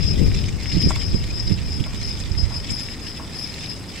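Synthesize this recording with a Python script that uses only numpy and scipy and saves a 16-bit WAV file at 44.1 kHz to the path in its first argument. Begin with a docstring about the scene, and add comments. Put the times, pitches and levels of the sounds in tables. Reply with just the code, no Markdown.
"""A heavy horse draws a buggy along a paved country road, some way off from the microphone.
Its harness metal jingles in time with its gait, as showers of small contacts set it ringing.
The wheels crunch over grit and crack single stones, and the hooves knock faintly on the asphalt.
Close up, gusts buffet the two microphone ports and die down.
A thin, steady electronic whine from the camera sounds over a quiet outdoor hush."""
import sys
import numpy as np
from scipy import signal
from scipy.fft import rfft, irfft
from scipy.io import wavfile

SR = 44100
rng = np.random.default_rng(int(sys.argv[2]) if len(sys.argv) > 2 else 0)


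def materialize(psi):
    """Save the field psi as 16-bit PCM at rate SR to the path in sys.argv[1].

    A 1-D psi becomes a single channel; in a 2-D psi each row is a channel.
    """
    bounded = np.clip(np.atleast_2d(psi).T, -1, 1)
    quanta = np.round(bounded * 32767).astype(np.int16)
    wavfile.write(sys.argv[1], SR, quanta)


N = 176400
T = np.arange(N) / SR


def from_db(db):
    """Decibels to gain."""
    return 10 ** (np.asarray(db) / 20)


def rms_one(x):
    """Scale to rms 1."""
    return x / np.sqrt(np.mean(x ** 2) + 1e-20)


def in_time(rows):
    """Join (seconds, value) rows into a curve at every sample."""
    return np.interp(T, *np.transpose(rows))


def per_bin(points):
    """Join (Hz, value) rows over log frequency, at every FFT bin."""
    hz, value = np.transpose(points)
    return np.interp(np.log(np.arange(N // 2 + 1) * SR / N + 1), np.log(hz), value)


def coloured(x, colour):
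    """Filter by a spectrum, keeping the power of white input."""
    return irfft(rfft(x) * rms_one(from_db(per_bin(colour))), N)


def pan(db):
    """Left and right gains of mean power 1, from left minus right in dB."""
    gains = from_db(np.array([[.5], [-.5]]) * db)
    return gains / np.sqrt(np.mean(gains ** 2, axis=0))


def drift(per_s):
    """A random wander of rms 1, with per_s new values a second."""
    knots = rng.standard_normal(4000)
    return rms_one(np.interp(T * per_s, np.arange(len(knots)), knots))


def spread(x, diffuse):
    """Mix in a share of scattered sound, different at each port."""
    return np.sqrt(1 - diffuse ** 2) * x + diffuse * rng.standard_normal((2, N))


def grains(per_s, spread_db):
    """Random clicks of uneven size, rms 1."""
    sizes = from_db(spread_db * np.minimum(rng.exponential(1, N), 4))
    return rms_one(sizes * rng.choice([-1, 1], N) * (rng.random(N) < per_s / SR))


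def ring(x, hz, width_hz):
    """A resonator: a unit click sets a sine of height 1 ringing."""
    r, w = np.exp(-np.pi * width_hz / SR), 2 * np.pi * hz / SR
    return signal.lfilter([.5, 0, -.5], [1, -2 * r * np.cos(w), r * r], x + 1e-18)


def dying(s, decay_s):
    """Sudden start at s seconds, exponential decay."""
    return (T >= s) * np.exp(-abs(T - s) / decay_s)


# The open air around the road. Each row: frequency in Hz, relative level in dB.
AIR_SPECTRUM = [(40, -3.5), (85, 4.5), (230, -0.5), (420, -9), (650, -15.5), (2300, -21.5), (8000, -29.5),
                (15000, -43)]

def air():
    """An even outdoor hush, partly different at each port."""
    return from_db(-35) * coloured(spread(rng.standard_normal(N), diffuse=0.46), AIR_SPECTRUM)


# Tones from inside the camera. Each row: pitch in Hz, base level in dB, left minus right in dB.
WHINE_TONES = [(7852, -60, -2), (8280, -58, -25)]

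def camera_whine(frame_hz=30, waver_db=1):
    """Electronic interference: two thin tones flutter at the frame rate and waver in level."""
    flutter = 1 + np.cos(2 * np.pi * frame_hz * T)
    out = 0
    for hz, db, pan_db in WHINE_TONES:
        level = from_db(db + waver_db * drift(per_s=22))
        out += pan(pan_db) * level * flutter * np.sin(2 * np.pi * hz * T)
    return out


# Gusts at the left and right microphone ports. Each row: time in seconds, strength in dB.
LEFT_GUSTS = [(0, -20.5), (.25, -17.5), (.68, -25.5), (.85, -19.5), (1.35, -29), (2.45, -34.5), (4, -50.5)]
RIGHT_GUSTS = [(0, -26), (.32, -21.5), (.6, -32.5), (1.3, -25), (2.2, -29.5), (2.44, -22.5), (2.62, -34),
               (4, -50)]
# The wind's rumble and flutter. Each row: frequency in Hz, relative level in dB.
RUMBLE_SPECTRUM = [(12, -7), (45, 2), (105, 0), (200, -10.5), (900, -66)]
FLUTTER_SPECTRUM = [(90, -8.5), (190, -5.5), (400, -13.5), (1500, -55)]

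def wind(gusts, reference_db=-24, flutter_growth=1.97, lumpy_db=3.5):
    """Wind rumbles on one port; the higher, lumpy flutter grows faster than the gust."""
    gust_db = in_time(gusts)
    rumble = from_db(gust_db + 2) * coloured(rng.standard_normal(N), RUMBLE_SPECTRUM)
    lumps = from_db(lumpy_db * drift(per_s=70))
    eddies = rms_one(lumps * coloured(rng.standard_normal(N), FLUTTER_SPECTRUM))
    flutter_db = reference_db - 10.5 + flutter_growth * (gust_db - reference_db)
    return rumble + from_db(flutter_db) * eddies


# Buffets right on the microphone. Each row: peak time in seconds, level in dB, left minus right in dB.
BUFFET_PEAKS = [(0.234, -13.5, 12), (0.769, -12, -25), (0.864, -12, -1), (1.148, -14, -13),
                (1.524, -13, -16), (1.81, -19.5, -14), (2.722, -21, 3.5), (3.73, -31.5, 12)]
# Their low roar. Each row: frequency in Hz, relative level in dB.
BUFFET_SPECTRUM = [(25, 1.5), (90, 1.5), (200, 0), (400, -14.5), (1300, -58.5)]

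def buffets(rise_s=0.028, fall_s=0.012):
    """Eddies build up against a port and break off."""
    swell = 0
    for s, db, pan_db in BUFFET_PEAKS:
        envelope = np.exp(-np.maximum((s - T) / rise_s, (T - s) / fall_s))
        swell += pan(pan_db) * from_db(db) * envelope
    return swell * coloured(rng.standard_normal((2, N)), BUFFET_SPECTRUM)


# Thumps on the right port. Each row: centre in seconds, peak in dB, width in seconds.
PORT_THUMPS = [(0.873, -6, 0.00077), (1.147, -5.5, 0.0011), (2.316, -11, 0.0023), (2.375, -13, 0.0023),
               (2.438, -6.5, .0035)]

def thumps():
    """Each eddy gives the right port one dull push and pull."""
    pressure = 0
    for s, db, width_s in PORT_THUMPS:
        lead = (s - T) / width_s
        pressure += from_db(db) * lead * np.exp(.5 * (1 - lead ** 2))
    return np.array([np.zeros(N), pressure])


# Scuffs out on the road, to the right. 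Each row: peak time in seconds, level in dB.
SCUFF_PEAKS = [(0.9, -32), (2.201, -38.5), (2.713, -35)]
# Their bright hiss. Each row: frequency in Hz, relative level in dB.
SCUFF_SPECTRUM = [(5000, -6.5), (7900, 3), (15000, -42)]

def scuffs(width_s=0.0083):
    """Short swells of bright scraping."""
    swell = sum(from_db(db) * np.exp(-.5 * ((T - s) / width_s) ** 2) for s, db in SCUFF_PEAKS)
    return pan(-16) * swell * coloured(rng.standard_normal(N), SCUFF_SPECTRUM)


def grit():
    """Grains click on the road, mixed with much scattered sound."""
    return spread(grains(per_s=700, spread_db=2.5), diffuse=0.65)


# Modes of a hoof on asphalt. Each row: pitch in Hz, width in Hz, gain in dB.
HOOF_RESONANCES = [(233, 70, -6), (648, 45, -5), (906, 160, 3), (1102, 53, -1), (1377, 118, -3.5),
                   (2220, 730, -4)]

def hoof_body(x):
    """The dull thud and ring of a hoof: its modes add with alternating signs."""
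    return sum((-1) ** k * from_db(db) * ring(x, hz, width_hz)
               for k, (hz, width_hz, db) in enumerate(HOOF_RESONANCES))


# Hoof falls, some way off. Each row: start in seconds, strike strength in dB, scrape level in dB.
HOOF_FALLS = [(.906, -19.5, -40), (0.961, -32, -64), (1.863, -34.5, -44), (2.502, -42, -39.5),
              (3.197, -31.5, -39)]

def hooves(toe_lag_s=0.00511, toe_db=-4.5):
    """Heel then toe strike the road; the shoe then slides briefly over grit."""
    blows, slide = np.zeros(N), 0
    for s, db, scrape_db in HOOF_FALLS:
        blows[int(s * SR)] += from_db(db)
        blows[int((s + toe_lag_s) * SR)] += from_db(db + toe_db)
        slide += from_db(scrape_db) * dying(s, decay_s=0.063)
    return hoof_body(blows) + slide * rms_one(hoof_body(grit()))


# Single stones under a rim. Each row: start in seconds, strength in dB, pitch in Hz.
STONE_CRACKS = [(0.316, -26, 2200), (0.6577, -24, 2360), (.827, -23, 3200), (1.840, -24.5, 2980),
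                (2.238, -31, 3670), (2.886, -24, 2330), (3.542, -26.5, 4200), (3.66, -26, 4060)]

def stones(width_hz=870):
    """Each larger stone bursts with a short crack at its own pitch."""
    out, noise = 0, rng.standard_normal(N)
    for s, db, hz in STONE_CRACKS:
        burst = noise * dying(s, decay_s=0.0016)
        # Steady noise through the same resonators sets the scale of the crack.
        crack, steady = ring(ring(np.array([burst, noise]), hz, width_hz), hz, 2 * width_hz)
        out += from_db(db) * crack / np.std(steady)
    return out


def patchy(x, flicker_db=3.5):
    """Each narrow band of the crunch flickers on its own."""
    spectrum, out = rfft(x), 0
    centres_hz = np.geomspace(1400, 9000, num=30)
    band_index = per_bin([(hz, k) for k, hz in enumerate(centres_hz)])
    for k in range(len(centres_hz)):
        band = irfft(spectrum * np.maximum(0, 1 - abs(band_index - k)), N)
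        out += band * from_db(flicker_db * drift(per_s=45 * rng.uniform(.8, 1.2)))
    return rms_one(out)


# Grit under the wheels, some way off. Each row: time in seconds, relative level in dB.
CRUNCH_LEVEL = [(0, -39.5), (0.37, -38), (0.59, -42.5), (0.64, -38), (1.0, -36.5), (1.1, -42), (1.42, -40),
                (1.93, -43.5), (2.05, -38.5), (2.62, -43), (2.71, -37), (3.28, -46), (3.37, -41),
                (3.65, -37.5), (3.82, -47.5), (4, -40.5)]
# The colour of the crunch. Each row: frequency in Hz, relative level in dB.
CRUNCH_SPECTRUM = [(1400, -20), (2100, -1), (4300, -3.5), (6300, -7.5), (7700, -8.5), (9000, -19.5),
                   (15000, -32)]
# Its balance at the microphone. Each row: frequency in Hz, left minus right in dB.
CRUNCH_BALANCE = [(3600, -3), (4900, 5.5), (7200, -65)]
# Ringing parts of the buggy. Each row: pitch in Hz, width in Hz, level against the crunch in dB.
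BUGGY_RESONANCES = [(1846, 90, -17), (2400, 260, -17.5), (3563, 56, -16)]

def wheels(trim_db=-1, uneven_db=2.5):
    """Dense grains crunch under the rims and ring the buggy."""
    force = patchy(grit()) * from_db(in_time(CRUNCH_LEVEL) + trim_db + uneven_db * drift(per_s=100))
    body = sum(from_db(db) * np.std(force) * rms_one(ring(force, hz, width_hz))
               for hz, width_hz, db in BUGGY_RESONANCES)
    crunch = coloured(force, CRUNCH_SPECTRUM)
    return irfft(rfft(crunch + body) * pan(per_bin(CRUNCH_BALANCE)), N)


# The harness metal's main modes. Each entry: pitch in Hz.
METAL_HZ = [4960, 5085, 5230, 5422, 5478]
# The same modes in order. Each row: resonator width in Hz, gain in dB, left minus right in dB.
METAL_MODES = [(95.5, -8.5, 2), (70, -2, 22.5), (304, -9, 38), (46, -20, 65), (70, -13.5, 64)]
# Hard knocks of metal on metal. Each row: start in seconds, strength in dB.
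CLINK_HITS = [(.078, -17.5), (.888, -18), (1.128, -30), (1.399, -19), (2.317, -24)]

def clinks(band_hz=240):
    """One hard contact rings all the main harness modes at once."""
    blows, out = np.zeros(N), 0
    for s, db in CLINK_HITS:
        blows[int(s * SR)] = from_db(db)
    for hz, (width_hz, db, pan_db) in zip(METAL_HZ, METAL_MODES):
        ringing = ring(ring(blows, hz, width_hz), hz, band_hz)
        out += from_db(db) * pan(pan_db) * ringing * blows.max() / abs(ringing).max()
    return out


# The harness shaking with the gait, some way off. Each row: time in seconds, strength in dB.
HARNESS_SHAKE = [(0, -32), (0.12, -27.5), (0.17, -40), (0.39, -31.5), (0.58, -43.5), (0.71, -28.5),
                 (0.77, -32), (0.82, -21), (0.95, -35), (0.99, -26), (1.3, -39), (1.36, -34.5),
                 (1.53, -30.5), (1.58, -45), (1.74, -33), (1.95, -43), (2.09, -25.5), (2.2, -42.5),
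                 (2.36, -46.5), (2.39, -30), (2.5, -42), (2.56, -30), (2.65, -42.5), (2.71, -26),
                 (2.98, -40.5), (3.09, -36), (3.28, -46), (3.43, -28.5), (3.57, -41.5), (3.71, -33),
                 (3.83, -43.5), (4, -38)]
# Its highest modes. Each row: pitch in Hz, resonator width in Hz, gain in dB, left minus right in dB.
HIGH_MODES = [(10000, 140, -7.5, -34), (10860, 130, -10, -24), (13210, 180, -18, -10)]
# The drive of those high modes. Each row: time in seconds, level against the shake in dB.
HIGH_DRIVE = [(0, -30), (2.6, -18.5), (3.3, -13)]

def harness(uneven_db=2):
    """A shower of small metal contacts rings the modes, swelling with each step."""
    shake_db = in_time(HARNESS_SHAKE) + uneven_db * drift(per_s=28)
    main_modes = [(hz, *row) for hz, row in zip(METAL_HZ, METAL_MODES)]
    out = 0
    for drive_db, modes in ((shake_db, main_modes), (shake_db + in_time(HIGH_DRIVE), HIGH_MODES)):
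        for hz, width_hz, db, pan_db in modes:
            contacts = spread(grains(per_s=1300, spread_db=3.5), diffuse=0.18)
            ringing = ring(ring(contacts, hz, width_hz), hz, width_hz)
            out += from_db(drive_db + db) * pan(pan_db) * rms_one(ringing)
    return out


def scene():
    """Horse and buggy out on the road, open air behind, wind on the microphone, camera whine."""
    buggy = harness() + clinks() + wheels() + stones() + scuffs() + hooves()
    background = air() + camera_whine()
    on_ports = buffets() + thumps() + np.array([wind(LEFT_GUSTS), wind(RIGHT_GUSTS)])
    return buggy + background + on_ports


def record(dry):
    """The top is cut steeply above 15730 Hz."""
    return signal.sosfilt(signal.ellip(12, .1, 90, 15730, fs=SR, output="sos"), dry)


dry = scene()
out = record(dry)
materialize(out)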